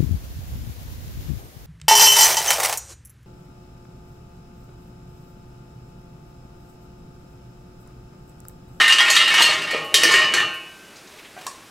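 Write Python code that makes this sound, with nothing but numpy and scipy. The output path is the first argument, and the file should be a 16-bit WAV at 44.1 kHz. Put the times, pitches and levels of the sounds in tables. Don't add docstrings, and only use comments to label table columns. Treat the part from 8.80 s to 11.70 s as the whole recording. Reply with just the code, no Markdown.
import sys
import numpy as np
from scipy import signal
from scipy.fft import rfft, irfft, next_fast_len
from scipy.io import wavfile
from scipy.ndimage import uniform_filter1d

SR = 44100
rng = np.random.default_rng(int(sys.argv[2]) if len(sys.argv) > 2 else 0)


def gain_from_db(level_db):
    decades = np.asarray(level_db, float) / 20
    return 10 ** decades


def put_to_file(sound):
    columns = np.atleast_2d(sound).T
    safe = np.clip(columns, -1, 1)
    whole_steps = np.round(safe * 32767)
    wavfile.write(sys.argv[1], SR, whole_steps.astype(np.int16))


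N = 127890


def unit(x):
    return x / np.sqrt(np.mean(x ** 2) + 1e-20)


def along(points, hz):
    f, value = np.transpose(points)
    return np.interp(np.log(hz + 1), np.log(f + 1), value)


def curve(rows, s):
    return np.interp(s, *np.transpose(rows))


def filtered(x, response):
    m = next_fast_len(N + SR // 2)
    return irfft(rfft(x, m) * response(np.fft.rfftfreq(m, 1 / SR)), m)[..., :N]


def spikes(s, size):
    place = np.clip(np.round(s * SR).astype(int), 0, N - 1)
    return np.bincount(place, size, N)


def decay(t60):
    return gain_from_db(-60 / (t60 * SR))


def ring(x, hz, t60):
    r = decay(max(t60, 0.002))
    w = 2 * np.pi * min(hz, SR * 0.45) / SR
    return signal.lfilter([0, np.sin(w)], [1, -2 * r * np.cos(w), r * r], x)


def burst(x, t60):
    envelope = signal.lfilter([1], [1, -decay(max(t60, 0.001))], np.abs(x))
    return envelope * rng.standard_normal(N)


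# t/s, peak level/dB, brightness/dB per octave, loudest region f/Hz
KNOCKS = [(0, -5, -5, 1520), (.3015, -5, 4, 6960), (.947, -17, -10, 1120), (1.142, 2, 4, 3380),
          (1.31, -4.5, -3, 1150), (1.6, -10, -2.5, 1140), (0.0142, -21, 9, 1880),
          (0.0794, -0.5, -0.5, 1810), (0.1, -2.5, -3, 3100), (0.1235, -1.5, 0, 4840), (0.184, -1, -2, 2700),
          (0.205, -2, -1.5, 1890), (0.3639, 1, -0.5, 3580), (0.4095, -6, -4, 2900), (0.354, -6, 2, 5000),
          (0.4806, -5, -4, 2900), (0.5403, -1.5, -2, 1950), (0.5794, -3, -9, 3040), (0.61, -5.5, 0, 1120),
          (0.6211, -2, 3.5, 3250), (0.6546, -12.5, -1, 2960), (1.317, -14, 5, 6500),
          (0.8196, -19, 1.5, 1790), (0.9089, -10.5, -2, 1840), (1.2339, -0.5, 3, 1810),
          (1.2529, -7.5, -0.5, 1830), (1.3391, -1.5, -3, 1820), (1.3547, -8.5, 1.5, 2660),
          (1.3894, -11, -5, 1820), (1.5382, -4.5, 2, 1650)]
# t/s, level/dB
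STIRRING = [(0, -8.5), (.1, -30.5), (.25, -18.5), (.45, -21.5), (.6, -16.5), (.72, -20), (.85, -29.5),
            (.97, -29), (1.08, -54), (1.2, -22), (1.33, -17), (1.43, -23.5), (1.52, -30.5), (1.57, -16.5),
            (1.65, -39.5), (1.74, -47), (1.82, -57)]
# t/s, brightness/dB per octave
DIGGING = [(0, -3.5), (.6, -2), (.95, -4.5), (1.2, -1.5), (1.4, -4.5), (1.7, -6)]


def contacts():
    rattle_per_s, spread_db = 480, 2.5
    draw = rng.random((1200, 2))
    last = STIRRING[-1][0]
    s = np.cumsum(-np.log(1 - draw[:, 0])) / rattle_per_s
    s = np.minimum(s, last)
    db = curve(STIRRING, s) - spread_db * np.log(1 - draw[:, 1]) + 0.5
    db = db - 200 * (s >= last)
    rattle = np.transpose([s, db, curve(DIGGING, s)])
    return np.vstack([np.array(KNOCKS)[:, :3], rattle]).T


BOWL_HZ = [1069, 1126, 1224, 1413, 1778, 1796, 1822, 1867, 2069, 2229, 2423, 2478, 2628, 2721]
# level/dB, t60/s
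BOWL = [(-12.5, 0.53), (-28.5, 0.98), (-5.5, 0.23), (-22.5, 0.77), (-3, 0.35), (-1.5, 0.07), (4, 0.058),
        (3, 0.26), (-3, 0.13), (-5.5, 0.69), (-16, 0.6), (-17.5, 0.42), (-14, 0.36), (-6.5, 0.14)]
RIM_HZ = [1555, 2385, 2574, 2737, 2769, 2832, 2944, 3073, 3264, 3530, 3833, 4215, 4323, 4938]
# level/dB, t60/s
RIM = [(-32.5, 2.3), (-20, 1.5), (-16, 0.57), (-12, 1.06), (-9, 0.78), (-1, 0.28), (-2.5, 0.91),
       (-17, 0.28), (-22, 0.18), (-4, 0.15), (-1, 0.11), (-4.5, 0.23), (-0.5, 0.039), (-1.5, 0.15)]
# f/Hz, level/dB
CROWD = [(500, -48.5), (900, -25.5), (1800, -15.5), (3200, -13.5), (5400, -22), (7000, -22.5),
         (10000, -27.5), (16000, -45)]
# f/Hz, t60/s
CROWD_T60 = [(500, 0.045), (2000, 0.15), (6000, 0.24), (16000, 0.15)]


def cup():
    s, db, tilt_db = contacts()
    tilt_db = np.clip(tilt_db, -12, 7)

    draw = rng.random((480, 2))
    hz = 700 + 15300 * np.sort(draw[:, 0]) ** 1.3
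    crowd_t60 = along(CROWD_T60, hz) * (0.6 + 0.5 * draw[:, 1])
    crowd = np.transpose([hz, along(CROWD, hz), crowd_t60])
    modes = np.vstack([np.c_[BOWL_HZ, BOWL], np.c_[RIM_HZ, RIM], crowd])
    mode_hz, mode_db, mode_t60 = modes.T
    main = np.arange(len(modes)) < len(BOWL) + len(RIM)

    spot = rng.standard_normal((len(s), len(modes)))
    spot_db, ring_db, shared_ring_db = 3.5, -20, -4
    gain_db = db[:, None] + spot_db * spot + tilt_db[:, None] * np.log2(mode_hz / 2500)
    gain_db += mode_db + ring_db + shared_ring_db * main

    patches = uniform_filter1d(rng.standard_normal((len(s), len(crowd))), size=30, axis=1)
    gain_db[:, -len(crowd):] += 2.5 * unit(patches)

    splash_db, splash_octaves, knock_ring_db = 7.5, 0.17, -4.5
    octaves = np.log2(mode_hz[:, None].T / np.array(KNOCKS)[:, 3:])
    splash = splash_db * np.exp(-0.5 * (octaves / splash_octaves) ** 2)
    gain_db[:len(KNOCKS)] += splash + knock_ring_db * main

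    gains = np.sign(spot[:, ::-1]) * gain_from_db(gain_db)
    metal = np.zeros(N)
    for g, f, t60 in zip(gains.T, mode_hz, mode_t60):
        metal += ring(spikes(s, g), f, t60)

    clear = np.arange(len(s)) < len(KNOCKS)
    blows = spikes(s, clear * gain_from_db(db + tilt_db))
    crack_db, crack_s, tick_db, tick_s = -11, 0.035, -13, 0.0032
    cracks = gain_from_db(crack_db) * burst(blows, crack_s) + gain_from_db(tick_db) * burst(blows, tick_s)
    return metal + filtered(cracks, lambda f: gain_from_db(along(CROWD, f) + 17))


CLINK_HZ = [1093, 1413, 4215, 1069, 1224, 1555, 1778, 1822, 1867, 2069, 2229, 2385, 2423, 2478, 2574, 2769,
            2832, 2944, 3155, 3264, 3530, 4323, 4748, 4938, 5787, 6500]
# t/s, level/dB
CLINKS = [(0.44, [(.99, -33), (1.143, -27.5)]), (0.37, [(.014, -34), (.205, -23.5), (.75, -40.5)]),
          (.2, [(.3015, -26), (.625, -19)]), (.55, [(1.31, -16.5), (1.39, -26.5), (1.6, -28.5)]),
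          (0.27, [(.947, -30), (1.01, -26), (1.31, -31), (1.63, -22)]), (1.4, [(1.54, -33)]),
          (0.17, [(0, -28), (.505, -12), (.909, -35), (1.144, -16), (1.253, -17), (1.339, -19),
          (1.58, -19)]), (0.28, [(.012, -11.5), (.0794, -21.5), (.125, -20), (.3, -22), (.5403, -21),
          (1.2335, -11)]), (0.62, [(.034, -18), (.205, -19.5), (1.575, -35)]), (0.32, [(.025, -18.5),
          (.385, -19.5)]), (0.62, [(.515, -19), (.82, -34.5), (.92, -34.5), (1.253, -28), (1.58, -31)]),
          (0.71, [(1.3547, -20.5), (1.545, -31)]), (0.94, [(.909, -29)]), (0.7, [(.75, -46)]),
          (1.2, [(.26, -23), (.505, -24.5), (1.6, -48), (1.69, -39)]), (0.32, [(.11, -32), (.65, -16.5),
          (.83, -28), (1.585, -30)]), (0.63, [(.03, -18.5), (.094, -11), (.184, -23), (.345, -23.5),
          (.4, -18), (.46, -21.5), (.575, -27), (.645, -36)]), (0.38, [(.018, -14), (.5403, -19),
          (1.24, -24), (1.55, -23)]), (0.43, [(1.142, -18.5)]), (.25, [(.2, -18.5), (.3639, -15),
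          (1.15, -22.5)]), (0.22, [(.3639, -22)]), (0.26, [(.3015, -21), (.621, -14), (.92, -31.5),
          (1.277, -24), (1.545, -24)]), (.15, [(1.148, -21)]), (.15, [(1.2335, -22), (1.54, -34)]),
          (0.22, [(.545, -26.5), (1.142, -22)]), (0.13, [(.3015, -21), (.63, -20)])]


def clinks():
    twin_share, twin_ratio = 0.35, 1.006
    out, t = np.zeros(N), np.arange(N) / SR
    for hz, (t60, hits) in zip(CLINK_HZ, CLINKS):
        s, db = np.transpose(hits)
        tone = np.sin(2 * np.pi * hz * t)
        twin = np.sin(2 * np.pi * hz * twin_ratio * t)
        swell = signal.lfilter([1], [1, -decay(max(t60, 0.05))], spikes(s, gain_from_db(db)))
        out += swell * (tone + twin_share * twin)
    return out


# f/Hz, width/Hz, level/dB
HOLLOW = [(104, 42, 0.5), (159.3, 9.9, -10.5), (350, 45, -3.5), (466, 116, -2.5), (624, 29, -5.5),
          (830, 26.5, -8)]
# t/s, level/dB
WEIGHT = [(0, -22.5), (.3, -20), (.7, -16), (.9, -19), (1.1, -19), (1.2, -13.5), (1.42, -14.5),
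          (1.65, -15.5), (1.85, -41)]
# t/s, peak level/dB, f/Hz
THUDS = [(.005, -28.5, 650), (0.202, -22, 830), (.3, -28, 633), (0.605, -15, 937), (.69, -24, 620),
         (0.931, -28, 540), (0.946, -21, 464), (1.142, -26.5, 431), (1.234, -22.5, 496),
         (1.254, -23.5, 350), (1.29, -27, 452), (1.34, -25, 392), (1.54, -31.5, 405)]


def hollow():
    heap_db, thud_t60, push_s = -17, 0.09, 0.0012
    weight = gain_from_db(curve(WEIGHT, np.arange(N) / SR) + heap_db - 23)
    heap = weight * rng.standard_normal((len(HOLLOW), N))
    out = np.zeros(N)
    for push, (hz, width, db) in zip(heap, HOLLOW):
        out += gain_from_db(db) * ring(push, hz, 2.16 / width)
    soft = np.hanning(int(push_s * SR) + 3)
    for s, db, hz in THUDS:
        hit = spikes(np.array([s]), [gain_from_db(db)])
        push = signal.lfilter(soft, [push_s * SR / 4], hit)
        out += ring(push, hz, thud_t60)
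        out += 0.5 * ring(push, 1.3 * hz, 1.1 * thud_t60)
    return out


# f/Hz, t60/s
OFFICE = [(150, 0.66), (1000, 0.53), (4000, 0.52), (16000, 0.27)]


def office(x):
    out, step = np.zeros(N + 2 * SR), SR // 10
    delay = 130
    for k in range(0, N, step):
        hz, t, z = signal.stft(rng.standard_normal(SR // 2), SR, nperseg=256)
        t60 = np.maximum(along(OFFICE, hz), 0.02)[:, None]
        tail = signal.istft(z * gain_from_db(-60 * t / t60), SR, nperseg=256)[1]
        start, stop = max(k - step, 0), min(k + step, N)
        fade = np.cos(np.pi / 2 * (np.arange(start, stop) - k) / step) ** 2
        wet = signal.fftconvolve(x[start:stop] * fade, tail / np.linalg.norm(tail))
        out[start + delay:][:len(wet)] += wet
    return out[:N]


# f/Hz, level/dB per Hz
AIR = [(12, -30), (20, -14.5), (285, -5), (356, -4), (716, -10), (921, -10.5), (1320, -9), (2660, -11.5),
       (15900, -23.5)]


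def air():
    air_db, roll_hz = -47, 14600
    noise = rng.standard_normal(N)
    return gain_from_db(air_db) * unit(filtered(noise, lambda f: gain_from_db(along(AIR, f)) / (1 + (f / roll_hz) ** 8)))


# t/s, level/dB, centre f/Hz, t60/s
BRUSHES = [
    (0.912, -33, 8000, 0.019),
    (1.04, -39, 10000, 0.14),
    (1.735, -39, 9700, 0.15),
    (2.155, -34, 5000, 0.18),
    (2.27, -37.5, 5000, 0.11),
    (2.384, -31, 2580, 0.096),
    (2.447, -30, 2500, 0.13),
    (2.566, -29, 1500, .05),
    (2.668, -18.5, 4300, 0.017),
    (2.668, -26.5, 6800, 0.14),
]


def brushes():
    out, t = np.zeros(N), np.arange(N) / SR
    for s, db, hz, t60 in BRUSHES:
        puff = burst(spikes(np.array([s]), [gain_from_db(db)]), t60)
        rise_s = 0.28 * t60 ** 1.83
        puff = puff * np.clip((t - s) / rise_s, 0, 1)
        octaves = 0.55 if t60 > 0.03 else 1
        out += filtered(puff, lambda f: np.exp(-0.5 * (np.log2((f + 1) / hz) / octaves) ** 4))
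    return out


# t/s, level/dB
RUSTLE = [(1.9, -74), (2.17, -62), (2.22, -59), (2.4, -48.5), (2.52, -63), (2.6, -42), (2.7, -48),
          (2.9, -85)]
# f/Hz, level/dB
RUSTLE_TONE = [(300, 4.5), (800, -1), (2500, 1.5), (5000, -6), (16000, -19.5)]


def rustle():
    t = np.arange(N) / SR
    slips = spikes(rng.random(2500) * N / SR, gain_from_db(2.5 * rng.exponential(size=2500)))
    grains = burst(slips, 0.019)
    grains = unit(filtered(grains, lambda f: gain_from_db(along(RUSTLE_TONE, f))))
    return grains * gain_from_db(curve(RUSTLE, t)) * (t > RUSTLE[0][0] - 0.2)


# t/s, level/dB
SNAPS = [
    (2.172, -39),
    (2.34, -41),
    (2.385, -46),
    (2.449, -45),
    (2.6658, -20),
    (2.667, -18),
    (2.6725, -33),
    (2.681, -37),
]


def snaps():
    snap_s, low_hz, high_hz = 0.0059, 2500, 5000
    s, db = np.transpose(SNAPS)
    cracks = burst(spikes(s, gain_from_db(db)), snap_s)
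    return filtered(cracks, lambda f: 1j * f / (low_hz + 1j * f) / (1 + 1j * f / high_hz))


# t/s, peak level/dB, f/Hz
TICKS = [
    (2.34, -44, 614),
    (2.4, -46, 2250),
    (2.449, -42, 2640),
    (2.574, -41, 1570),
    (2.566, -37, 736),
    (2.576, -32, 740),
    (2.666, -26, 1050),
    (2.675, -26.5, 1115),
    (2.806, -47, 1098),
]


def ticks():
    shell_t60 = 0.1
    out = np.zeros(N)
    for s, db, hz in TICKS:
        hit = spikes(np.array([s]), [gain_from_db(db)])
        out += ring(hit, hz, shell_t60)
        out += 0.41 * ring(hit, 0.933 * hz, 0.5 * shell_t60)
        out += 0.27 * ring(hit, 1.55 * hz, 0.78 * shell_t60)
    return out


def scene():
    low_cut_hz, office_db = 175, -6
    near = cup() + clinks() + hollow() + brushes() + rustle() + snaps() + ticks()
    near = filtered(near, lambda f: (1j * f / (low_cut_hz + 1j * f)) ** 3)
    return np.tile(near + gain_from_db(office_db) * office(near) + air(), (2, 1))


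def band_limit(x):
    return signal.sosfilt(signal.butter(12, 16080, fs=SR, output="sos"), x)


def record(dry):
    ceiling, top_hz = 1.15, 16100
    clipped = dry / (1 + np.abs(dry / ceiling) ** 6) ** (1 / 6)
    mix = filtered(clipped, lambda f: f < top_hz)
    return band_limit(mix)


dry = scene()
out = record(dry)
put_to_file(out)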